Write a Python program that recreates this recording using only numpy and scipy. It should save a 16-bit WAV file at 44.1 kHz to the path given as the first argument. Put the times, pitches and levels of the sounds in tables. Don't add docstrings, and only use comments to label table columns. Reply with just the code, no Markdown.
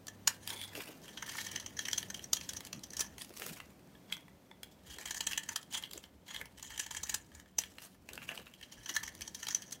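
import sys
import numpy as np
from scipy import signal
from scipy.fft import rfft, irfft, next_fast_len
from scipy.io import wavfile
from scipy.ndimage import uniform_filter1d, map_coordinates

SR = 44100
rng = np.random.default_rng(int(sys.argv[2]) if len(sys.argv) > 2 else 0)


def waveform_to_disk(signal):
    frames = np.transpose(np.atleast_2d(signal))
    scaled = np.clip(frames, -1, 1) * 32767
    samples = np.round(scaled).astype(np.int16)
    wavfile.write(sys.argv[1], SR, samples)


N = 432180

# [f/Hz, density/dB per Hz]
ROOM_SPECTRUM = [(15, -66), (25, -38), (75, -14), (107, -7.5), (189, -3), (283, -6), (435, -12.5),
                 (526, -11.5), (746, -15), (1180, -22.5), (12300, -36), (14500, -30.5), (15700, -42.5)]
# [t/s, level/dB]
ROOM_LEVEL = [(0.0, -60), (2.02, -57), (4.37, -62.5), (4.97, -61.5), (7.56, -64), (8.05, -63.5), (9.8, -61)]
# [f/Hz, width/Hz, level/dB]
ROOM_BOOM = [(188.5, 3.3, 4.5), (284, 17, -9)]
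# [from t/s, to t/s, level/dB]
ARM_THUDS = [(-.2, 10, -69.5), (1.45, 3.2, -70.5), (4.9, 5.4, -66.5), (6.4, 7.4, -67.5), (8.95, 9.4, -70.5)]
# [from t/s, to t/s, level/dB]
HUM_SPANS = [(-.2, 0.82, -62), (1.32, 2.1, -60.5)]
# [f/Hz, time to fall 60 dB/s]
WALL_DECAY = [(500, 0.18), (2000, 0.22), (5000, 0.091), (14000, 0.11)]
# [from t/s, to t/s, pitch f/Hz, level/dB before the fades]
GRIP_SHIFTS = [(.49, 0.58, 443, -56.5), (0.732, 0.822, 420, -49.5), (0.879, 0.919, 480, -53),
               (1.527, 1.6, 300, -56), (2.73, 2.8, 209, -48.5), (3.284, 3.333, 410, -55.5),
               (3.377, 3.5, 470, -53), (3.461, 3.553, 208, -52.5), (4.94, 5.048, 480, -60.5),
               (5.918, 5.996, 405, -54), (6.388, 6.438, 540, -58), (8.001, 8.5, 200, -61.5),
               (8.078, 8.2, 442, -61), (8.275, 8.444, 565, -58), (8.884, 8.933, 326, -56.5)]

# [from t/s, to t/s, grit level/dB, low, middle and high ring level/dB, whistle level/dB]
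FLAKE_SWEEPS = [(0.406, 0.462, -61, -56.5, -58.5, -58, -57.5), (0.47, 0.548, -45, -48, -44, -52.5, -43.5),
                (0.561, 0.655, -60, -65.5, -47, -64.5, -51), (0.756, 0.833, -51.5, -63, -52, -68, -66.5),
                (3.183, 3.247, -48, -63, -66, -77, -55), (3.398, 3.535, -49, -54, -62, -69, -57),
                (4.86, 4.97, -52, -55, -51, -52, -78), (5.15, 5.174, -39, -48, -46, -32, -64),
                (5.707, 5.79, -48, -57.5, -43, -42, -50), (6.263, 6.41, -59, -58, -49, -52, -82),
                (8.28, 8.329, -58, -51, -43, -70, -76)]
# [from t/s, firmest t/s, to t/s, grit level/dB, low, middle and high ring level/dB]
EDGE_STROKES = [(0.454, 0.524, .74, -51, -52, -45.5, -65), (0.686, 0.794, .98, -55, -55, -56, -70),
                (1.02, 1.38, 1.74, -51.5, -51.5, -51.5, -48.5), (1.758, 1.904, 2.3, -56.5, -67, -73, -51),
                (2.3, 2.454, 2.84, -62, -65, -67, -60.5), (2.825, 2.986, 3.15, -62, -57, -58.5, -53.5),
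                (3.15, 3.452, 3.74, -58, -69, -65, -77), (4.056, 4.113, 4.2, -66, -63, -62, -72),
                (4.85, 5.15, 5.66, -58, -58, -65, -54), (5.702, 5.74, 5.88, -56.5, -50.5, -50, -60),
                (5.87, 5.942, 6.06, -61.5, -74, -73, -66), (6.247, 6.34, 6.52, -68, -63, -64, -60),
                (6.568, 6.68, 7.0, -57, -55, -54.5, -48), (6.86, 7.104, 7.27, -57, -53.5, -67, -49.5),
                (7.302, 7.378, 7.46, -67, -59, -72, -58), (7.568, 7.604, 7.74, -60, -64, -62.5, -65),
                (7.7, 7.817, 8.04, -62.5, -73, -66, -72), (8.057, 8.11, 8.72, -60.5, -70, -57.5, -81),
                (8.66, 8.98, 9.18, -57, -57, -60.5, -53.5), (9.11, 9.464, 9.8, -60.5, -58.5, -64, -52)]
# [t/s, peak level/dB, low ring level/dB, middle ring level/dB, time to full strength/ms]
SOAP_CRACKS = [(0.082, -32.5, -45.5, -47, 4.5), (1.1729, -41, -44, -42.5, 6.9),
               (1.2243, -35.5, -35.5, -42, 5.5), (1.2943, -40.5, -41.5, -37, 5),
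               (1.3827, -36.5, -40, -46, 6.8), (1.466, -31.5, -45, -45, 4.8), (1.515, -33.5, -46, -46, 5.6),
               (1.5594, -30.5, -35, -31, 4.3), (1.5989, -34, -49, -44, 4.5), (1.6618, -37, -47, -45, 6.2),
               (1.7694, -40, -48.5, -54, 7.4), (1.7905, -24.5, -36.5, -31.5, 3.8),
               (1.8532, -34, -43, -37, 6.4), (1.8836, -28.5, -36.5, -35, 4.3), (1.9134, -30, -55, -41, 1.6),
               (1.9311, -19, -33, -28, 2), (1.9787, -23.5, -39, -34.5, 6.6), (2.1015, -32, -40, -50, 5.1),
               (2.144, -32, -44.5, -38.5, 5.7), (2.2409, -37, -52, -59, 4.1),
               (2.3318, -10.5, -37, -39, 4.4), (2.3674, -32, -48, -39, 6.4), (2.4112, -38, -43, -36, 3.3),
               (2.4913, -26, -43, -39, 5.8), (2.567, -33.5, -54, -54, 7.9), (2.7294, -31, -41.5, -37, 3.3),
               (2.836, -35, -57, -52, 5.7), (2.9044, -39, -66, -66, 3.5), (2.9336, -33, -50, -57, 3.4),
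               (2.968, -28, -53, -52, 5.6), (2.9938, -24.5, -36.5, -53, 4.8), (5.0108, -36, -46, -50, 5.6),
               (5.0569, -29, -39, -36, 6.1), (5.1081, -23.5, -37, -36, 5.1), (5.1452, -27.5, -41, -51, 4.5),
               (5.2066, -20, -40, -33, 4.7), (5.2682, -17.5, -39, -33, 5.6), (5.3115, -31.5, -43, -39, 7.9),
               (5.3764, -19, -37, -33, 5.3), (5.4331, -36, -47, -43, 5.1), (5.4893, -27, -40, -43, 5),
               (5.7471, -35.5, -46.5, -34, 8.8), (5.976, -31.5, -54, -53, 3.4),
               (6.6269, -31, -48, -50, 3.8), (6.777, -28, -44, -44, 4), (6.795, -21, -40.5, -35, 6.3),
               (6.8632, -31.5, -43.5, -44, 4.5), (6.9087, -30.5, -43, -45, 6.7),
               (6.9476, -30, -42, -45, 3.5), (6.9656, -31, -46.5, -44, 9.9), (7.0326, -25, -46, -51, 6.5),
               (7.0947, -19.5, -38.5, -40.5, 5.6), (7.3488, -40.5, -54, -66, 4.9),
               (8.6276, -44.5, -52, -43.5, 4.6), (8.7215, -43.5, -53, -47, 5),
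               (8.8598, -38.5, -45, -42, 5.1), (8.892, -32.5, -38.5, -43, 11.3),
               (8.9637, -23.5, -31.5, -37, 5.8), (9.0323, -28.5, -37.5, -42, 6.2),
               (9.0774, -32.5, -39, -48, 3.7), (9.2183, -30.5, -41.5, -38, 5.3),
               (9.277, -34, -47.5, -48, 4.2), (9.3472, -30.5, -49, -43, 6.5), (9.4295, -35, -49, -44, 4.8),
               (9.4853, -21, -39, -33, 2.8), (9.5477, -22.5, -45, -39.5, 4.3), (9.62, -36.5, -58, -62, 4.8),
               (9.7224, -31, -50, -57, 7.7)]
# [t/s, peak level/dB, low ring level/dB, middle ring level/dB]
FLAKE_TICKS = [(0.0692, -31, -54, -71), (0.4752, -22.5, -49, -41), (0.5029, -28.5, -40, -32),
               (0.614, -30, -60, -34), (0.6374, -35, -55, -44), (0.7521, -34, -40, -46),
               (0.8845, -47, -53, -64), (1.0176, -47, -75, -55), (1.0804, -44, -49, -48.5),
               (2.0285, -30.5, -42, -37), (2.1932, -39, -51, -47), (2.5341, -28.5, -49, -41),
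               (2.6063, -30, -48, -43), (2.6504, -31, -52, -58), (2.6703, -34.5, -52, -49),
               (2.793, -40, -64, -67), (3.1816, -33.5, -49, -51), (3.2116, -47, -52, -41),
               (3.2186, -28, -54, -50), (3.247, -35.5, -55, -60), (3.3054, -50.5, -65, -51),
               (3.3383, -43, -66, -51), (3.3675, -37, -52, -58), (3.3971, -30.5, -55, -48),
               (3.4199, -34, -42, -38.5), (3.4639, -27, -46, -45), (3.6017, -44, -40.5, -45.5),
               (3.794, -53, -61, -71), (3.8731, -52, -64, -73), (3.951, -65, -62, -61),
               (4.1239, -27.5, -44.5, -26.5), (4.1675, -40.5, -43, -48), (4.2815, -51.5, -48, -60),
               (4.5124, -52.5, -44, -49.5), (4.6322, -29.5, -61, -38.5), (4.9851, -31, -45, -47),
               (5.0836, -32.5, -45, -41), (5.3323, -29, -45, -33.5), (5.6291, -36.5, -64, -59),
               (5.7262, -32.5, -46, -44), (5.8252, -34, -52, -53), (5.8364, -51.5, -44, -34.5),
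               (5.9114, -34.5, -70, -43), (5.9335, -28, -59, -58), (6.039, -44, -50, -45.5),
               (6.2811, -52, -61, -41), (6.345, -34, -43, -39), (6.3616, -38, -47, -34),
               (6.4135, -33, -37, -48), (6.4564, -37.5, -49, -51), (6.5959, -37, -50, -53),
               (7.3174, -52, -55, -73), (7.3983, -41, -51, -64), (7.4594, -56, -58, -70),
               (7.637, -34.5, -49, -39.5), (7.784, -45, -40, -53.5), (8.0895, -37, -46, -45),
               (8.1332, -33.5, -66, -58), (8.1768, -41.5, -43.5, -36.5), (8.2184, -51, -46, -47),
               (8.29, -42, -42, -35.5), (8.3156, -40, -47, -38), (8.3759, -47.5, -36, -51),
               (8.3974, -50, -41, -59), (8.4682, -66, -49.5, -48), (8.5375, -44, -64, -47),
               (8.6124, -41, -54, -51), (9.1505, -35, -60, -64), (9.209, -30.5, -45, -47),
               (9.4688, -26.5, -36, -37), (9.7101, -37, -62, -61)]
# [t/s, soap level/dB, low, middle and high ring level/dB, time to full strength/ms]
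RIM_BREAKOUTS = [(.2745, -23.5, -31.5, -55, -24.5, 5.5), (3.0055, -30, -62, -64, -35, 6.6),
                 (5.56, -32.5, -36.5, -40, -31, 4.5), (7.1429, -30.5, -44, -48, -23, 4.76),
                 (7.585, -31, -40, -50, -21.5, 5.5)]

# [f/Hz, density/dB per Hz]
SOAP_SPECTRUM = [(410, -7), (700, -9.5), (1180, -5.5), (2750, -1.5), (4620, 2), (5840, 2), (15700, -6.5)]
# [f/Hz, width/Hz, level/dB]
CRUMB_MODES = [(970, 2100, -5), (2620, 1100, 4.5)]
# [f/Hz, width/Hz, level/dB]
DUST_MODES = [(13200, 3700, 0)]
# [f/Hz, width/Hz, level/dB]
LOW_MODES = [(901, 143, -4), (1770, 151, 5.5), (2292, 86, -7)]
# [f/Hz, width/Hz, level/dB]
FREE_LOW_MODES = [(916, 130, -0.5), (2040, 120, 3)]
# [f/Hz, width/Hz, level/dB]
MIDDLE_MODES = [(3140, 340, 22), (3396, 120, 15), (4010, 290, 5.1), (9060, 250, 0.5)]
# [f/Hz, width/Hz, level/dB]
FREE_MIDDLE_MODES = [(2230, 410, -9.5), (3358, 120, 7), (3500, 260, -1.5)]
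# [f/Hz, width/Hz, level/dB]
HIGH_MODES = [(5490, 310, -0.5), (6042, 590, 14), (6980, 840, -4.5)]
# [f/Hz, width/Hz, level/dB]
SHALLOW_HIGH_MODES = [(5994, 300, 4.5), (6750, 300, 0.5), (7750, 930, -9.5)]
# [f/Hz, width/Hz, level/dB]
WHISTLE_MODES = [(9400, 200, 3.5), (10210, 300, -5)]
# [from t/s, to t/s, share/0-1]
LIFTED_SPANS = [(.72, 1.0, 0.96), (3.28, 3.8, 0.98), (7.73, 8.55, 0.69)]
# [from t/s, to t/s, share/0-1]
FREE_SPANS = [(.5, .85, 0.88), (3.95, 4.8, .9), (5.7, 6.48, 0.35)]
# [from t/s, to t/s, share/0-1]
SHALLOW_SPANS = [(4.65, 8.15, 0.7)]

LOW_CUT_HZ, TOP_HZ = 36, 15800
CRACK_SNAP_DB, CRACK_LOW_DB, CRACK_MIDDLE_DB, CRACK_HIGH_DB = -15, -3, -4.5, -7
TICK_SNAP_DB, TICK_RING_DB, TICK_HIGH_DB, TICK_RISE_MS = -12, -3, -26.5, 2.68
SNAP_GROWS = 0.85
CRUMBLE_DB, CRUMBLE_T60_S = -25, 0.32
ENDS_DB, ROUND = -22, 1.34
REST_DB = -85.5
GRIT_TRIM_DB = [[1.5], [-1.5], [-1.5], [-1.5]]
DUST_DB = -11
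WALLS_DB = -10.5


def amp(db):
    return 10 ** (np.asarray(db) / 20)


def unit(x):
    return x / np.sqrt(np.mean(x ** 2) + 1e-20)


def along(points, hz):
    f, value = np.transpose(points)
    return np.interp(np.log(hz + 1), np.log(f + 1), value)


def spans(rows):
    t = np.arange(N) / SR
    return sum(value * np.clip(np.minimum(t - start, end - t) / .06 + .5, 0, 1) for start, end, value in rows)


def levels(rows):
    return spans([(start, end, amp(db)) for start, end, db in rows])


def wobble(rate):
    coarse = np.arange(0, N + 32, 32)
    knots = rng.standard_normal(int(N * rate / SR) + 4)
    return np.interp(np.arange(N), coarse, map_coordinates(knots, [coarse * rate / SR]))


def filtered(x, response):
    m = next_fast_len(N + SR // 2)
    gain = response(np.fft.rfftfreq(m, 1 / SR))
    gain = gain / np.sqrt(np.mean(abs(gain) ** 2))
    return irfft(rfft(x, m) * gain, m)[:N]


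def modes(table):
    def response(f):
        return sum((-1) ** k * amp(db) * 1j * f * width / (centre ** 2 - f * f + 1j * f * width)
                   for k, (centre, width, db) in enumerate(table))
    return response


def fractures(rate, spread_db, size):
    broken = rng.random(size) < rate / SR
    out, count = np.zeros(size), broken.sum()
    excess = np.minimum(rng.exponential(size=count), 4)
    out[broken] = rng.standard_normal(count) * amp(spread_db * excess)
    return unit(out)


def murmur():
    t, level_db = np.transpose(ROOM_LEVEL)
    room_db = np.interp(np.arange(N) / SR, t, level_db)
    air = filtered(rng.standard_normal(N), lambda hz: amp(along(ROOM_SPECTRUM, hz)))
    boom = filtered(rng.standard_normal(N), modes(ROOM_BOOM))
    return amp(room_db + 0.98 * wobble(4.8)) * air + amp(room_db - 11 + 3.3 * wobble(4.9)) * boom


def arm_thuds():
    lumps = unit(amp(3.9 * wobble(14)) * rng.standard_normal(N))
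    return levels(ARM_THUDS) * filtered(lumps, lambda hz: modes([(70, 50, 0)])(hz) ** 2)


def hum():
    phase = 2 * np.pi * np.cumsum(99.5 + 0.97 * wobble(2.4)) / SR
    return levels(HUM_SPANS) * amp(1.5 * wobble(5)) * np.sin(phase)


def room():
    return murmur() + arm_thuds() + hum()


def walls(x):
    turn = np.pi * wobble(4)
    answer = np.zeros(N)
    for part in (np.cos(turn), np.sin(turn)):
        hz, t, z = signal.stft(rng.standard_normal(SR // 3), SR, nperseg=256)
        decay = amp(-60 * t / along(WALL_DECAY, hz)[:, None])
        tail = signal.istft(z * decay, SR, nperseg=256)[1]
        delayed = np.pad(x * part, (200, 0))
        answer += signal.fftconvolve(delayed, tail / np.linalg.norm(tail))[:N]
    return answer


def hands():
    out = np.zeros(N + SR)
    for start, end, hz, db in GRIP_SHIFTS:
        size = round(max(end - start, .01) * SR)
        band = signal.butter(2, [hz * 0.6, hz * 1.3], "band", fs=SR, output="sos")
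        rub = unit(signal.sosfilt(band, fractures(600, 1.0, size=size)))
        out[round(start * SR):][:size] += amp(db) * rub * np.sqrt(np.hanning(size))
    return out[:N]


def sweeps():
    t, push = np.arange(N) / SR, np.zeros((5, N))
    for start, end, *levels_db in FLAKE_SWEEPS:
        corners = [start - .008, start + 0.032, end - .01, end + 0.013]
        push += amp(levels_db)[:, None] * np.interp(t, corners, [0.00067, 0.64, 0.45, 0.0])
    own_db = 0.72 * np.array([wobble(50) for row in range(5)])
    rasp = amp(3.4 * wobble(90) + own_db) * fractures(6000, 1.6, size=(5, N))
    return push * unit(rasp)


def pressure():
    t, out = np.arange(N) / SR, np.full((4, N), amp(REST_DB))
    for start, firm, end, *levels_db in EDGE_STROKES:
        away = np.where(t < firm, (firm - t) / (firm - start), (t - firm) / (end - firm))
        fade = np.clip(4 - 3 * away, 0, 1)
        out += amp(levels_db)[:, None] * amp(ENDS_DB * away ** ROUND) * fade
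    return out


def crumbling(events):
    kicks, t = np.zeros((4, N)), np.arange(SR // 2) / SR
    for s, *levels_db, rise_ms in events:
        kicks[:, round(s * SR)] = amp(2 * np.array(levels_db))
    decay = amp(2 * (CRUMBLE_DB - 60 * t / CRUMBLE_T60_S))
    power = signal.fftconvolve(kicks, decay[None], axes=1)[:, :N]
    return np.sqrt(abs(power))


def grit(level):
    own_db = 3 * np.array([wobble(60) for row in range(4)])
    clumps = amp(4 * wobble(45) + 3 * wobble(140) + own_db)
    grains = fractures(2500, 1.9, size=N) + 1.12 * fractures(1600, 3.5, size=(4, N))
    rubbing = 0.22 * rng.standard_normal(N)
    return level * unit(rubbing + unit(clumps * grains))


def breaks():
    cracked = [(s, -30.5 + SNAP_GROWS * (db + 30) + CRACK_SNAP_DB, low + CRACK_LOW_DB,
                middle + CRACK_MIDDLE_DB, db + CRACK_HIGH_DB, rise_ms)
               for s, db, low, middle, rise_ms in SOAP_CRACKS]
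    ticked = [(s, db + TICK_SNAP_DB, low + TICK_RING_DB,
               middle + TICK_RING_DB, db + TICK_HIGH_DB, TICK_RISE_MS)
              for s, db, low, middle in FLAKE_TICKS]
    return cracked + ticked + RIM_BREAKOUTS


def cracks(events):
    lead = SR // 40
    force, t = np.zeros((4, N + SR)), np.arange(-lead, SR // 12) / SR
    for s, *levels_db, rise_ms in events:
        u = np.maximum(t / (max(rise_ms, .2) / 1000) + 0.63, 0)
        swell = (u * np.exp(1 - u)) ** 4.62
        fade_in, crumble = amp(-26.5 + 60 * t / 0.03), amp(-27.5 - 60 * t / 0.067)
        shape = swell + np.where(u > 1, crumble, fade_in)
        burst = fractures(9000, 2.0, size=len(t)) + 0.98 * fractures(9000, 2.5, size=(4, len(t)))
        burst = shape * burst
        burst *= np.linalg.norm(shape) / np.linalg.norm(burst, axis=1, keepdims=True)
        force[:, round(s * SR):][:, :len(t)] += amp(levels_db)[:, None] * burst
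    return force[:, lead:lead + N]


def shared(force, share, table, other):
    share = np.clip(share, 0, 1)
    return filtered(force * np.sqrt(1 - share), modes(table)) + filtered(force * np.sqrt(share), modes(other))


def blade_rings(low, middle, high, lifted, free):
    touch = np.sqrt(1 - lifted)
    ring = shared(low * touch, free, LOW_MODES, FREE_LOW_MODES)
    ring += shared(middle * touch, free, MIDDLE_MODES, FREE_MIDDLE_MODES)
    return ring + shared(high, spans(SHALLOW_SPANS), HIGH_MODES, SHALLOW_HIGH_MODES)


def loose_flakes(snap, low, middle, lifted, free):
    knock = filtered((low + middle) * np.sqrt(lifted), modes(CRUMB_MODES))
    loose = np.sqrt(np.clip(lifted + .3 * free, 0, 1))
    return knock + amp(DUST_DB) * filtered(snap * loose, modes(DUST_MODES))


def shaving():
    *brush, tip = sweeps()
    events = breaks()
    scrape = grit(pressure() + crumbling(events)) * amp(GRIT_TRIM_DB)
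    snap, low, middle, high = cracks(events) + scrape + brush
    lifted, free = np.clip(spans(LIFTED_SPANS), 0, 1), spans(FREE_SPANS)
    soap = filtered(snap, lambda hz: amp(along(SOAP_SPECTRUM, hz)))
    flakes = loose_flakes(snap, low, middle, lifted, free)
    rings = blade_rings(low, middle, high, lifted, free)
    return soap + flakes + rings + filtered(tip, modes(WHISTLE_MODES))


def uneven_colour(x, patchy_db):
    z = signal.stft(x, nperseg=256)[2]
    field = uniform_filter1d(rng.standard_normal(z.shape), size=4, axis=0)
    field = uniform_filter1d(field, size=6, axis=1)
    return signal.istft(z * amp(patchy_db * unit(field)), nperseg=256)[1][:N]


def scene():
    knife = uneven_colour(shaving(), patchy_db=2.5)
    return (room() + hands() + amp(WALLS_DB) * walls(knife) + knife)[None]


def record(dry):
    m = next_fast_len(N + SR)
    hz = np.fft.rfftfreq(m, 1 / SR)
    bass_loss = hz ** 2 / np.hypot(hz ** 2, LOW_CUT_HZ ** 2)
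    return irfft(rfft(dry, m) * (hz < TOP_HZ) * bass_loss, m)[:, :N]


dry = scene()
out = record(dry)
waveform_to_disk(out)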